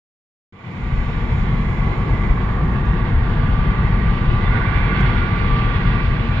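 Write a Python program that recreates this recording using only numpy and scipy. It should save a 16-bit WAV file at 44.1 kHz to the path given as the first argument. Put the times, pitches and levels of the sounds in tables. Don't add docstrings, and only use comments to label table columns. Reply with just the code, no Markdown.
import sys
import numpy as np
from scipy import signal
from scipy.fft import rfft, irfft, next_fast_len
from scipy.io import wavfile
from scipy.ndimage import uniform_filter1d, map_coordinates

SR = 44100
rng = np.random.default_rng(int(sys.argv[2]) if len(sys.argv) > 2 else 0)


def pcm_store(signal):
    levels = np.round(np.clip(np.atleast_2d(signal), -1, 1) * 32767)
    wavfile.write(sys.argv[1], SR, levels.astype(np.int16).T)


N = 282240
START_S = 0.5233

# frequency in Hz, coherence from 0 to 1.
MIC_COHERENCE = [(200, 0.99), (400, 0.87), (600, 0.6), (950, .7), (1300, 0.32), (1430, 0.69), (1700, 0.19),
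                 (2100, 0.16), (2550, 0.84), (2800, 0.25), (7000, 0.32), (10000, .9)]
# frequency in Hz, lead of the left in radians.
MIC_LEAD = [(250, 0), (950, 0.4), (1120, 0.5), (1300, -1), (1470, 0.5), (1650, 0.5), (2550, 2.5),
            (3200, 0.35), (3800, 2), (5000, 1.5), (8000, 1.5)]

# frequency in Hz, left level in dB, right level in dB.
AIR_SPECTRUM = [(3000, -28.5, -27), (4840, 2, -1.5), (5900, -1.5, -4.5), (6500, -8, -1.5),
                (7000, -6.5, 3.5), (7800, -19.5, -11), (8500, -22.5, -24), (9900, -11.5, -20),
                (10500, -19, -22), (11600, -11, -17.5), (13000, -39.5, -30)]
HISS_SPECTRUM = [(2040, -60.5, -60), (2420, -3.5, -1.5), (2670, -7.5, -1), (2900, -4, -3.5), (3040, -5, -8),
                 (3220, -9, -4), (3375, -17, -3.5), (3760, -9.5, -11), (4660, -24.5, -17),
                 (5060, -22.5, -29), (6170, -37, -41), (8300, -65, -66.5), (12000, -100, -100)]
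SINGING_SPECTRUM = [(1660, -39, -35), (1860, -16, -4), (2056, -12, 3.5), (2260, -17.5, -2),
                    (2310, -15, -4.5), (2550, -11.5, -21.5), (2620, -46, -43)]
RUSH_SPECTRUM = [(1200, -46.5, -49.5), (1265, -24, -19), (1416, -9, -1.5), (1470, -15.5, -1.5),
                 (1710, -17.5, -3.5), (1907, -14, 0.5), (2100, -19, -11.5), (2500, -13, -16),
                 (2900, -59, -59)]
ROAR_SPECTRUM = [(200, -59.5, -60.5), (288.4, -9, -1), (358.5, 0.5, -3.5), (428, -3.5, -11.5),
                 (452.5, -2.5, 0.5), (551, -9.5, -14), (720, -7, -9.5), (920, -6.5, -5), (1025, -6, -9),
                 (1127, -5, 0.5), (1220, -9, -12), (1400, -14.5, -15), (1690, -67, -56)]
SHELL_SPECTRUM = [(5, -59.5, -60), (12, -23, -17), (25, -6, -6), (33, -1, -5.5), (50.6, 0.5, 0.5),
                  (74.4, -11, -13.5), (113, -47, -49)]
THUMP_SPECTRUM = [(70.4, -17.5, -20.5), (94, -4, -3), (130, 0, -1), (162, -6, -6.5), (192, -25, -25.5)]
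BOOM_SPECTRUM = [(50, -39, -40.5), (70, -10.5, -10.5), (82, 0.5, -1.5), (122, 1, -0.5), (170, -4.5, -6),
                 (198, -7.5, -5), (222.5, -9, -14), (269.3, -19, -16), (380, -50.5, -52.5)]
# centre in Hz, width in Hz, level in dB.
WHISTLE_MODES = [(1173, 12, 0), (1160, 18, -1), (1124, 18, -5)]
PANEL_MODES = [(1432, 40, -.5), (1535, 28, -1), (1670, 50, -2), (1976, 22, -4), (2125, 30, -4),
               (2620, 90, -11), (3516, 55, -18), (4441, 45, -25.5)]
CAVITY_MODES = [(235.5, 10, 0.49), (192, 17, -1.4)]

# start in seconds, body level in dB, body t60 in seconds, snap level in dB.
TRIM_TICKS = [(2.852, -60, .2, -75), (4.319, -59, .09, -53), (4.997, -51, .02, -61), (5.009, -42, .02, -54),
              (5.386, -48, .009, -46), (5.832, -54, .02, -64)]
# frequency in Hz, gain in dB.
TICK_BODY_SPECTRUM = [(2500, -20), (5400, 7), (7400, 2), (8800, -20), (11500, -23), (12700, -16),
                      (13600, -36)]
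TICK_SNAP_SPECTRUM = [(2500, -15), (6500, 0), (9500, -7), (14700, -5), (15500, -20)]
# time in seconds, tone level in dB, noise skirt level in dB.
WHISTLE_LEVELS = [(.8, -48, -46), (1.25, -43, -49), (1.6, -47, -46), (2.8, -39.5, -41), (3.15, -45.5, -46),
                  (3.6, -34.5, -39.5), (4.15, -39, -39.5), (4.62, -33, -34), (4.85, -41, -37.5),
                  (5.2, -34.5, -35), (5.35, -36, -38), (5.48, -32.5, -37), (5.67, -31, -40),
                  (5.8, -38, -41), (5.97, -35.5, -35), (6.2, -44, -41), (6.35, -38, -38)]
# time in seconds, pitch in Hz.
WHISTLE_DRIFT = [(2.4, 1167), (3.6, 1179), (4.35, 1172), (4.65, 1153), (5.0, 1168), (5.6, 1171)]
# time in seconds, level in dB.
OCTAVE_LEVELS = [(1.0, -50), (1.9, -48), (2.8, -57.5), (3.6, -49.5), (4.4, -50.5), (4.8, -41.5),
                 (5.3, -45.5), (6.3, -45.5)]
# peak time in seconds, half length in seconds, pitch in Hz, level in dB.
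SUNG_NOTES = [(1.7, .4, 2035, -45), (2.22, .11, 2025, -35), (4.45, .08, 1990, -35.5),
              (4.46, .07, 3530, -46), (4.56, .06, 1440, -33), (4.97, .17, 2110, -32.5),
              (4.98, .1, 1550, -34), (5.0, .12, 2670, -41), (5.25, .09, 1985, -40), (5.85, .08, 2085, -39)]
# time in seconds, then roar, rush, singing and hiss levels in dB.
TREAD_LEVELS = [(.55, -35, -40.5, -40, -46.5), (1.0, -34.5, -38.5, -37, -44), (1.8, -32, -37, -38, -45),
                (2.08, -30.5, -37, -39.5, -44), (2.3, -31.5, -38, -36, -42.5),
                (2.58, -30.5, -37, -42.5, -46), (2.8, -32, -35.5, -42.5, -45),
                (3.3, -32, -35.5, -42, -42.5), (3.75, -31.5, -34, -40, -42.5), (4.25, -31.5, -36, -37, -40),
                (4.58, -29, -31.5, -36.5, -40), (4.8, -29.5, -31, -33.5, -38.5),
                (5.02, -30, -30.5, -34.5, -37.3), (5.35, -30.5, -33.5, -34.5, -37.5),
                (5.85, -31.5, -33, -37.5, -37.8), (6.2, -32.5, -34.5, -40, -39)]
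# peak time in seconds, heave level in dB, thump level in dB.
ROAD_BUMPS = [(0.94, -17.5, -22.5), (1.02, -18.5, -31), (1.35, -17, -21.5), (1.531, -21.5, -19.5),
              (2.139, -16.5, -26), (2.309, -12.5, -31), (2.67, -17.5, -20.5), (2.88, -15, -19.5),
              (3.17, -14, -20.5), (3.41, -17, -16), (3.52, -16, -30), (3.85, -17, -20),
              (3.96, -14.5, -25.5), (4.09, -14, -22), (4.32, -12.5, -18.5), (4.51, -14, -24),
              (4.82, -15, -28.5), (5.04, -15.5, -21), (5.51, -14.5, -24), (5.67, -19.5, -23.5),
              (5.88, -15, -21)]
# time in seconds, level in dB.
CAVITY_LEVELS = [(.6, -36), (1.5, -34), (2.4, -34.5), (3.4, -32), (4.0, -29), (4.6, -31), (5.3, -31.5),
                 (6.3, -32)]


def amp(db):
    return 10 ** (np.asarray(db) / 20)


def unit(x):
    return x / np.sqrt(np.mean(x ** 2) + 1e-20)


def seconds():
    return np.arange(N) / SR


def step(at_s, length_s):
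    return .5 + .5 * np.tanh((seconds() - at_s) / length_s)


def swell(at_s, half_s):
    return np.exp(-((seconds() - at_s) / half_s) ** 2)


def wobble(rate):
    knots = rng.standard_normal(int(N * rate / SR) + 4)
    return map_coordinates(knots, [seconds() * rate])


def curves(rows):
    times, *columns = np.transpose(rows)
    return [np.interp(seconds(), times, column) for column in columns]


def along(rows, hz):
    row_hz, *columns = np.transpose(rows)
    return np.array([np.interp(np.log(hz + 1), np.log(row_hz + 1), column) for column in columns])


def filtered(x, response):
    size = next_fast_len(N + SR // 2)
    hz = np.fft.rfftfreq(size, 1 / SR)
    return irfft(rfft(x, size) * response(hz), size)[..., :N]


def evened(x, samples):
    power = uniform_filter1d(np.mean(x ** 2, axis=0), samples)
    return x / np.sqrt(np.abs(power) + 1e-9)


def patchy(x, depth_db):
    bands = signal.stft(x, nperseg=2048)[2]
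    patches = rng.standard_normal(bands.shape)
    for size, axis in ((4, 1), (3, 1), (14, 2), (8, 2)):
        patches = uniform_filter1d(patches, size, axis)
    return signal.istft(bands * amp(depth_db * unit(patches)), nperseg=2048)[1][:, :N]


def cabin_noise(response):
    hz = np.fft.rfftfreq(N, 1 / SR)
    spread = np.arccos(np.clip(along(MIC_COHERENCE, hz)[0], 0, 1)) / 2
    common, apart = rfft(rng.standard_normal((2, N))) * [np.cos(spread), np.sin(spread)]
    lead = np.exp(.5j * along(MIC_LEAD, hz)[0])
    left, right = (common + apart) * lead, (common - apart) / lead
    pair = irfft(np.array([left, right]) * response(hz), N)
    return pair / np.std(pair.mean(axis=0))


def broad(spectrum):
    low_hz, high_hz = spectrum[0][0], spectrum[-1][0]
    return cabin_noise(lambda hz: amp(along(spectrum, hz)) * (hz > low_hz) * (hz < high_hz))


def ringing(modes, right_db):
    def response(hz):
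        power = 0
        for centre, width, db in modes:
            peak = amp(db) / (1 + 2j * (hz - centre) / width)
            taper = np.exp(-(10 * np.log(hz / centre + 1e-9)) ** 2)
            power += np.abs(peak * taper) ** 2
        return np.sqrt(power)
    return cabin_noise(response) * amp([[-right_db / 2], [right_db / 2]])


def air_hiss():
    level_db = -64.5 - 6 * step(at_s=2.46, length_s=.35) + .8 * wobble(13)
    return amp(level_db) * broad(AIR_SPECTRUM)


def trim_ticks():
    t = seconds()

    def decay(start, t60):
        return amp(-60 * np.abs(t - start) / t60) * (t >= start)
    body_level = sum(amp(db) * decay(start, t60) for start, db, t60, _ in TRIM_TICKS)
    snap_level = sum(amp(db) * decay(start, t60=.004) for start, _, _, db in TRIM_TICKS)
    body = filtered(body_level * rng.standard_normal(N), lambda hz: amp(along(TICK_BODY_SPECTRUM, hz)))
    snap = filtered(snap_level * rng.standard_normal(N), lambda hz: amp(along(TICK_SNAP_SPECTRUM, hz)))
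    return body + snap


def whistle():
    tone_db, skirt_db = curves(WHISTLE_LEVELS)
    pitch_hz, = curves(WHISTLE_DRIFT)
    octave_db, = curves(OCTAVE_LEVELS)
    phase = 2 * np.pi * np.cumsum(pitch_hz + 2.5 * wobble(35)) / SR
    phase = phase + [[1], [0]]
    tone = amp(tone_db + 1.1 * wobble(14)) * unit(np.sin(phase))
    octave = amp(octave_db + 3.3 * wobble(26)) * np.sin(2 * phase)
    skirt = amp(skirt_db) * evened(ringing(WHISTLE_MODES, right_db=6), samples=5000)
    octave_skirt = amp(octave_db - 1.5) * ringing([(2335, 26, 0)], right_db=6)
    return (tone + octave) * amp([[-3], [3]]) + skirt + octave_skirt


def tread_notes(width_hz=24):
    notes = 0
    for at_s, half_s, hz, db in SUNG_NOTES:
        note = evened(ringing([(hz, width_hz, 0)], right_db=9.5), samples=4000)
        notes += amp(db) * swell(at_s, half_s) * note
    return notes


def tyres():
    roar_db, rush_db, singing_db, hiss_db = curves(TREAD_LEVELS)
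    jolts_db = .39 * wobble(14) + .5 * wobble(70)
    roar = amp(roar_db) * patchy(broad(ROAR_SPECTRUM), depth_db=1)
    rush = amp(rush_db - 4.5) * broad(RUSH_SPECTRUM)
    panel_db = rush_db - 5.5 + .6 * (rush_db - rush_db.max())
    panels = amp(panel_db) * patchy(ringing(PANEL_MODES, right_db=11.5), depth_db=2)
    singing = amp(singing_db - 5) * broad(SINGING_SPECTRUM)
    hiss = amp(hiss_db - 4 + .67 * wobble(25)) * broad(HISS_SPECTRUM)
    return amp(jolts_db) * (roar + panels + patchy(rush + singing + hiss, depth_db=2.2))


def road_bumps(half_s=.05):
    unevenness = amp(-21 + 1.9 * wobble(13))
    heave_level = sum(amp(db) * swell(at_s, half_s) for at_s, db, _ in ROAD_BUMPS)
    thump_level = sum(amp(db) * swell(at_s, half_s) for at_s, _, db in ROAD_BUMPS)
    thumps = thump_level * evened(broad(THUMP_SPECTRUM), samples=3500)
    heave = np.maximum(unevenness, heave_level) * evened(broad(SHELL_SPECTRUM), samples=4500)
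    entry = amp(-22 * (1 - step(at_s=.793, length_s=.011)))
    return entry * heave + thumps


def cabin_boom(build_db=4.5, cruise_s=1.85):
    rush_db = curves(TREAD_LEVELS)[1]
    below_cruise_db = build_db * np.clip((cruise_s - seconds()) / (cruise_s - START_S), 0, 1)
    paving_db = .29 * (rush_db - rush_db.mean())
    boom_db = -21 - below_cruise_db + paving_db + .32 * wobble(16)
    boom = amp(boom_db) * evened(broad(BOOM_SPECTRUM), samples=7000)
    cavity_db, = curves(CAVITY_LEVELS)
    cavity = amp(cavity_db) * evened(ringing(CAVITY_MODES, right_db=-1.5), samples=12000)
    entry = amp(-5 * (1 - step(at_s=.64, length_s=.01)))
    return entry * (boom + cavity)


def scene():
    return road_bumps() + cabin_boom() + tyres() + tread_notes() + whistle() + air_hiss() + trim_ticks()


def record(dry):
    opening_s, fade_db, fade_tau_s, top_hz = .0021, 16.5, .16, 15500
    open_for_s = np.maximum(seconds() - START_S, 0)
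    opening = np.minimum(open_for_s / opening_s, 1)
    fade_in = amp(-fade_db * np.exp(-open_for_s / fade_tau_s))
    return filtered(dry * opening * fade_in, lambda hz: hz < top_hz)


dry = scene()
out = record(dry)
pcm_store(out)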